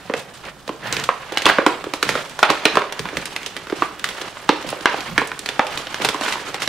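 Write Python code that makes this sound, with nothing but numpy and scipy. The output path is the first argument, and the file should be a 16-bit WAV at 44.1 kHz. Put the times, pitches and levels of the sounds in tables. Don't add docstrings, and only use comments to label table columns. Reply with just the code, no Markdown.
import sys
import numpy as np
from scipy import signal
from scipy.fft import rfft, irfft, next_fast_len
from scipy.io import wavfile
from scipy.ndimage import map_coordinates

SR = 44100
rng = np.random.default_rng(int(sys.argv[2]) if len(sys.argv) > 2 else 0)


def wav_record(signal):
    frames = np.transpose(np.atleast_2d(signal))
    bounded = np.clip(frames, -1, 1)
    quanta = np.round(bounded * 32767).astype(np.int16)
    wavfile.write(sys.argv[1], SR, quanta)


N = 294588

# start in seconds, peak level in dB ahead of the recorder, panel pitch in Hz,
# thump level in dB against the panel's peak, crack level in dB against the snap's peak.
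# The peaks of thump and crack lie a further crest_db above these two levels.
SNAP_EVENTS = [(0.097, -10.5, 890, -8.5, -38), (0.137, -6.5, 850, -15, -23.5), (0.451, -31.5, 1840, -3, -3),
               (0.677, -21.5, 665, -14, -6.5), (0.691, -12.5, 970, -11.5, -40),
               (0.925, -5.5, 6140, -24, -13.5), (0.966, -9.5, 2670, -18.5, -12),
               (0.997, -17, 6500, -26, -10.5), (1.038, -12, 2510, -35, -5.5),
               (1.089, -0.5, 1104, -28.5, -50), (1.321, -17, 634, -10, -12), (1.362, -22, 2000, -21, -12),
               (1.372, -1, 2820, -33, -17.5), (1.38, -16.5, 7000, -30, -6), (1.419, -15.5, 2860, -16, -2),
               (1.455, 6, 3370, -28, -27), (1.464, 3, 1150, -23.5, -18.5), (1.489, -3.5, 1400, -27, -16),
               (1.497, 0, 1410, -39, -18), (1.584, -1, 1340, -12.5, -48), (1.663, 4.5, 1040, -17, -18),
               (1.84, -15, 1320, -17, -16.5), (1.865, -17, 912, 0, -33), (1.936, -9.5, 970, -16, -9.5),
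               (2.027, -2.5, 1340, -20, -9), (2.09, -3.5, 1400, -16.5, -10), (2.153, -6.5, 1320, -16, -29),
               (2.295, -26.5, 9000, -24, -7), (2.39, -11.5, 937, -37, -10), (2.428, 7.5, 1290, -46, -25),
               (2.432, 3, 2310, -34, -38), (2.501, -0.5, 920, -17, -13.5), (2.653, 6.5, 2920, -21.5, -19.5),
               (2.657, -3, 1600, -18, -32), (2.754, -7, 1370, -17, -14.5), (2.77, 2.5, 1090, -18, -49),
               (2.818, -9, 1060, -23, -35), (2.923, -14.5, 1300, -41, -8), (2.992, -19, 1170, -11.5, -1.5),
               (3.054, -12.5, 1470, -26, -27), (3.087, -17, 2070, -29, -38), (3.127, -23, 600, -6, -30),
               (3.169, -10, 1680, -16, -9), (3.255, -15, 9100, -21.5, -8.5), (3.362, -9, 2130, -36, -13.5),
               (3.43, -23.5, 3200, -21, -9), (3.461, -16.5, 3830, -22.5, -2.5),
               (3.565, -14.5, 1900, -27, -11.5), (3.573, -23, 2450, -14, -15),
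               (3.669, -22.5, 1300, -19, -15), (3.698, -17.5, 1500, -16, -15), (3.723, -10, 1100, -5, -39),
               (3.821, -2.5, 1190, -20, -46), (3.994, -21.5, 5470, -21, -9), (4.041, -7, 1720, -48, -9.5),
               (4.088, -17, 1290, -20, -4.5), (4.214, -23, 910, 10, -1.5), (4.369, -20, 1220, -48, -26),
               (4.49, 1.5, 980, -14, -37), (4.491, 0.5, 3200, -37, -42), (4.625, -26.5, 1800, -30, -2),
               (4.643, -20, 770, 0, -30), (4.689, -26, 9000, -30, 1.5), (4.702, -17.5, 10100, -29, -12),
               (4.726, -12.5, 977, -9, -37), (4.808, -27, 870, 6, -3), (4.856, 7, 1440, -53, -41),
               (4.942, -9.5, 930, -22, -34), (4.983, -19.5, 3200, -14, -25), (5.005, -25, 1500, -30, 0),
               (5.178, 5, 1760, -26.5, -23), (5.216, -8.5, 880, -16.5, -40), (5.273, -18.5, 9000, -30, -22),
               (5.316, -11, 1370, -35, -27), (5.391, -15.5, 8400, -22, -10.5),
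               (5.459, -12.5, 2210, -27, -8), (5.488, -7, 3050, -25.5, -13.5),
               (5.593, 3.5, 890, -24.5, -67), (5.667, -15.5, 2210, -28, -10.5),
               (5.774, -12, 3660, -20, -7.5), (5.869, -14.5, 3100, -23, -20), (5.943, -12, 1610, -33, -9),
               (5.999, -20.5, 900, -8, -20), (6.019, -19.5, 1060, -13.5, -2), (6.047, -7, 840, -17, -4),
               (6.052, -9.5, 2800, -19, -17), (6.087, -9, 1190, -18, -5.5), (6.144, -10.5, 950, -17.5, -16),
               (6.21, -13.5, 945, -16, -12), (6.261, -13, 1800, -33, -14), (6.281, -12.5, 1300, -31, -25),
               (6.323, -13.5, 2500, -34, -6), (6.355, -15, 1090, -21, -25), (6.543, -13.5, 870, -18, -9),
               (6.6, -31, 1470, -20, -13), (6.619, -10.5, 2010, -25, -13), (6.675, -10.5, 1800, -10, -4.5)]
# pitch in Hz, width in Hz, level in dB.
POUCH_MODES = [(185, 63, -9.5), (302.6, 46, 1.5), (422, 62, -1), (534, 116, -6.5)]

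# frequency in Hz, relative level in dB.
CRACK_COLOUR = [(500, -46), (1500, -8), (3500, -6), (6000, -13.5), (10000, -22), (16000, -32)]
RUB_COLOUR = [(70, -59), (200, -4.5), (500, -4), (1200, 1.5), (2800, -3), (4500, -13), (8000, -42.5)]
HISS_COLOUR = [(900, -53), (3000, 0), (8000, -9), (12500, -18.5), (16000, -44)]
RUSTLE_COLOUR = [(20, -26), (50, -1.5), (80, -12.5), (140, 4.5), (250, -5), (500, -36)]
AIR_COLOUR = [(20, -14), (50, -8), (80, -9), (200, -10), (1700, -13.5), (4000, -51), (9000, -33),
              (16000, -39)]
WALL_COLOUR = [(100, -22), (350, 1), (1500, -2.5), (4000, 0.5), (10000, -7.5)]

# frequency in Hz, time to fall by 60 dB in seconds.
ROOM_DECAY = [(150, 0.23), (500, 0.48), (1500, 0.36), (4000, 0.38), (10000, 0.91)]
# frequency in Hz, likeness from 0 to 1.
LEFT_RIGHT_LIKENESS = [(60, 0.68), (300, 0.85), (1500, 0.76), (6000, 0.43), (14000, 0.057)]
# time in seconds, crinkle drive in dB, fine hiss drive in dB.
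STEADY_GRIP = [(0.0, -41.5, -49), (0.28, -43, -52), (0.6, -55, -51.5), (0.79, -46.5, -50.5),
               (1.27, -34.5, -46.5), (1.6, -27, -51), (1.9, -38, -47), (2.34, -38.5, -44.5),
               (2.6, -29, -41), (2.9, -36, -55), (3.2, -34, -43), (3.55, -38.5, -46.5), (3.95, -38.5, -46),
               (4.4, -40, -46), (4.62, -30, -45), (5.1, -44, -44), (5.53, -36, -46), (5.9, -32, -41.5),
               (6.42, -30, -40), (6.68, -36, -60)]
# start in seconds, length in seconds, crinkle drive in dB,
# fine hiss drive in dB, low rustle drive in dB.
FINGER_STROKES = [(0.158, 0.033, -34.5, -35.5, -41), (0.33, 0.032, -44, -40.5, -58),
                  (0.42, 0.069, -33.5, -51, -49), (0.776, 0.26, -28.5, -45, -38),
                  (1.438, 0.062, -17, -36, -35), (2.019, 0.18, -26, -36, -39),
                  (2.48, 0.041, -17.5, -52, -40), (2.717, 0.073, -31, -41, -38.5),
                  (2.974, 0.1, -53, -60, -36.5), (3.147, 0.04, -50, -56, -32.5),
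                  (3.736, 0.11, -31, -38, -49), (3.992, 0.29, -33, -43.5, -65),
                  (4.655, 0.038, -46, -38, -35.5), (4.82, 0.25, -29, -42.5, -50),
                  (5.043, 0.16, -34.5, -62, -34.5), (5.67, 0.14, -31.5, -40, -47),
                  (5.998, 0.064, -25.5, -36.5, -36.5), (6.179, 0.16, -25.5, -32, -49),
                  (6.443, 0.069, -32.5, -38.5, -47), (6.593, 0.037, -26.5, -29.5, -45)]

SWELL, LET_GO_DB_PER_S = 0.29, 309
SETTLE_DB, SETTLE_T60_S = -32.5, 0.48
FIZZ_DB, FIZZ_T60_S = -12.5, 0.17
SLIDE_START_S, SLIDE_LENGTH_S, SLIDE_DB = 0.83, 0.22, -32.5
SLIDE_HZ, SLIDE_WIDTH_HZ = 1800, 220
RUSTLE_DB = -52.5
TOP_HZ = 15720


def snaps(rise_s=0.001096, hold_s=0.0029, burst_s=0.0069, crack_s=0.025, flip=7, sharp=3.0, crest_db=8, size=4400):
    start, db, hz, thump_db, crack_db = (c[:, None] for c in np.transpose(SNAP_EVENTS))
    t = np.arange(size) / SR
    noise = rng.standard_normal((len(start), 5, size)).transpose(1, 0, 2)
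    rise = np.minimum(t / rise_s, 1) ** 4

    burst = noise * rise * amp(-60 * np.maximum(t - hold_s, 0) / burst_s)
    kick = flip * np.sign(noise[..., :1]) * (np.arange(size) == round(rise_s * SR))
    jolt = burst + kick

    stiff = lambda f: 1 / (1 + 1j * f / (hz + 2600)) ** 3
    panel = lambda f: stiff(f) * (resonance(f, hz, hz / sharp) + 0.24 * resonance(f, 1110, 2000))
    panel_ring = peak(filtered(jolt[0], panel))

    modes = lambda f: sum((-1) ** k * amp(g) * resonance(f, c, w) for k, (c, w, g) in enumerate(POUCH_MODES))
    pouch = lambda f: modes(f) * resonance(f, 500, 510)
    thump = amp(thump_db + crest_db) * peak(filtered(jolt[1], pouch))
    body = panel_ring + thump

    loose = lambda f: stiff(f) * resonance(f, hz, 1.33 * hz) * resonance(f, 1430, 2400)
    shiver = noise[-1] * np.minimum(t / 0.0051, 1) ** 2 * amp(-60 * t / 0.1)
    body = body + amp(-14.0) * peak(filtered(shiver, loose))

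    edge = noise[2:-1] * rise * amp(-60 * t / crack_s)
    crack = amp(crest_db + crack_db) * peak(paired(*edge, CRACK_COLOUR))
    return placed(start[:, 0], amp(db) * (peak(body) + crack))


def crinkle(dull_power, bright_power):
    _, db, _, _, crack_db = np.transpose(SNAP_EVENTS)
    dull_gain = np.sqrt(dull_power + settling(db + SETTLE_DB, SETTLE_T60_S))
    bright_gain = np.sqrt(bright_power + settling(db + crack_db + FIZZ_DB, FIZZ_T60_S))
    clump = wobble(55)
    dull = amp(1.9 * clump + 1.9 * wobble(60) - 8.5) * grains(1565, 0.716, 1.5, 1.6, 3e-5, count=3000, size=220)
    bright = amp(1.8 * clump + wobble(78) - 9) * grains(6550, 0.42, 3.4, 2.6, 4e-5, count=1500, size=70)
    rub = amp(1.3 * clump + 2.32 * wobble(140) - 3.5) * rush(RUB_COLOUR)
    hiss = amp(1.12 * clump + 2.06 * wobble(110) - 1.0) * rush(HISS_COLOUR)
    return dull_gain * (dull + rub) + bright_gain * (bright + hiss)


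def grains(hz, spread, cycles, tail_db, lag_s, count, size):
    when, chance = rng.random((2, count, 1))
    tune, spot = rng.standard_normal((2, count, 1))
    pitch = np.clip(hz * np.exp(spread * tune), 100, SR / 3)
    side_lag = lag_s * spot * np.array([1, -1])[:, None, None]
    t = np.maximum(np.arange(size) / SR - 2e-4 + side_lag, 0)
    loudness = amp(-tail_db * np.log(chance + 0.012))
    rows = loudness * np.sin(2 * np.pi * pitch * t) * np.exp(-t * pitch / cycles)
    fade_in = np.minimum(t * pitch * 2, 1)
    return unit(placed(when[:, 0] * N / SR, rows * fade_in))


def strokes():
    t = np.arange(N) / SR
    power = amp([*curves(STEADY_GRIP), np.full(N, RUSTLE_DB)]) ** 2
    for start, length, *levels_db in FINGER_STROKES:
        swell = np.clip((t - start) / (SWELL * length), 0, 1) ** 2
        shape = swell * amp(-LET_GO_DB_PER_S * np.maximum(t - start - length, 0))
        power = power + (amp(levels_db)[:, None] * shape) ** 2
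    return power


def settling(db, t60):
    at = np.round(np.transpose(SNAP_EVENTS)[0] * SR).astype(int)
    starts = np.bincount(at, amp(db) ** 2, N)
    keep_per_sample = amp(-60 / (t60 * SR)) ** 2
    return signal.lfilter([1], [1, -keep_per_sample], starts)


def slide():
    progress = np.clip((np.arange(N) / SR - SLIDE_START_S) / SLIDE_LENGTH_S, 0, 1)
    shape = np.sqrt(np.abs(np.sin(np.pi * progress)))
    band = unit(filtered(rng.standard_normal(N), lambda f: resonance(f, SLIDE_HZ, SLIDE_WIDTH_HZ)))
    return amp(SLIDE_DB) * shape * band


def room(x, gap_s=0.0018, count=20, size=22000):
    hz, t, z = signal.stft(rng.standard_normal((2, count, size)), SR, nperseg=256)
    decay = amp(-60 * t / along(ROOM_DECAY, hz)[:, None])
    tails = signal.istft(z * decay, SR, nperseg=256)[1][..., :size]
    after_gap = np.arange(size) > gap_s * SR
    tails = paired(*tails * after_gap, WALL_COLOUR)
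    tails = tails / np.sqrt(np.sum(tails[0] ** 2) / count)
    step = N // count + 1
    parts = np.pad(x, (0, step * count - N)).reshape(count, step)
    wet = signal.fftconvolve(parts[None], tails, axes=2)
    return placed(np.arange(count) * step / SR, wet)


def rustle(power):
    return np.sqrt(power) * amp(1.6 * wobble(24)) * rush(RUSTLE_COLOUR)


def air():
    return amp(-45.5) * rush(AIR_COLOUR)


def rush(spectrum):
    return unit(paired(*rng.standard_normal((2, N)), spectrum))


def paired(mid, side, spectrum):
    turn = lambda f: np.arccos(np.clip(along(LEFT_RIGHT_LIKENESS, f), -1, 1)) / 2
    mid = filtered(mid, lambda f: amp(along(spectrum, f)) * np.cos(turn(f)))
    side = filtered(side, lambda f: amp(along(spectrum, f)) * np.sin(turn(f)))
    return np.array([mid + side, mid - side])


def resonance(f, hz, width):
    return 1j * f * width / (hz * hz - f * f + 1j * f * width)


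def filtered(x, response):
    n = x.shape[-1]
    m = next_fast_len(n + 512)
    return irfft(rfft(x, m) * response(np.fft.rfftfreq(m, 1 / SR)), m)[..., :n]


def placed(start, rows):
    first = np.round(start * SR).astype(int)[:, None]
    at = (first + np.arange(rows.shape[-1])).ravel()
    return np.array([np.bincount(at, r.ravel(), N + rows.shape[-1])[:N] for r in rows])


def wobble(rate):
    points = rng.standard_normal(int(N * rate / SR) + 4)
    return map_coordinates(points, [np.arange(N) * rate / SR])


def curves(rows):
    times, *columns = np.transpose(rows)
    return [np.interp(np.arange(N) / SR, times, c) for c in columns]


def along(points, hz):
    f, v = np.transpose(points)
    return np.interp(np.log(hz + 1), np.log(f + 1), v)


def amp(db):
    return 10 ** (np.asarray(db) / 20)


def unit(x):
    return x / np.sqrt(np.mean(x ** 2) + 1e-20)


def peak(rows):
    return rows / np.abs(rows).max(axis=-1, keepdims=True)


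def scene():
    dull_power, bright_power, low_power = strokes()
    loud = snaps()
    fine = crinkle(dull_power, bright_power) + slide()
    wet = room(amp(-8.5) * loud.mean(axis=0) + amp(-13.5) * fine.mean(axis=0))
    return loud + fine + wet + rustle(low_power) + air()


def record(dry):
    x = dry * amp([[-1.7], [1.7]])
    x = x / (1 + np.abs(x) ** 8) ** (1 / 8)
    return filtered(x, lambda f: f < TOP_HZ)


dry = scene()
out = record(dry)
wav_record(out)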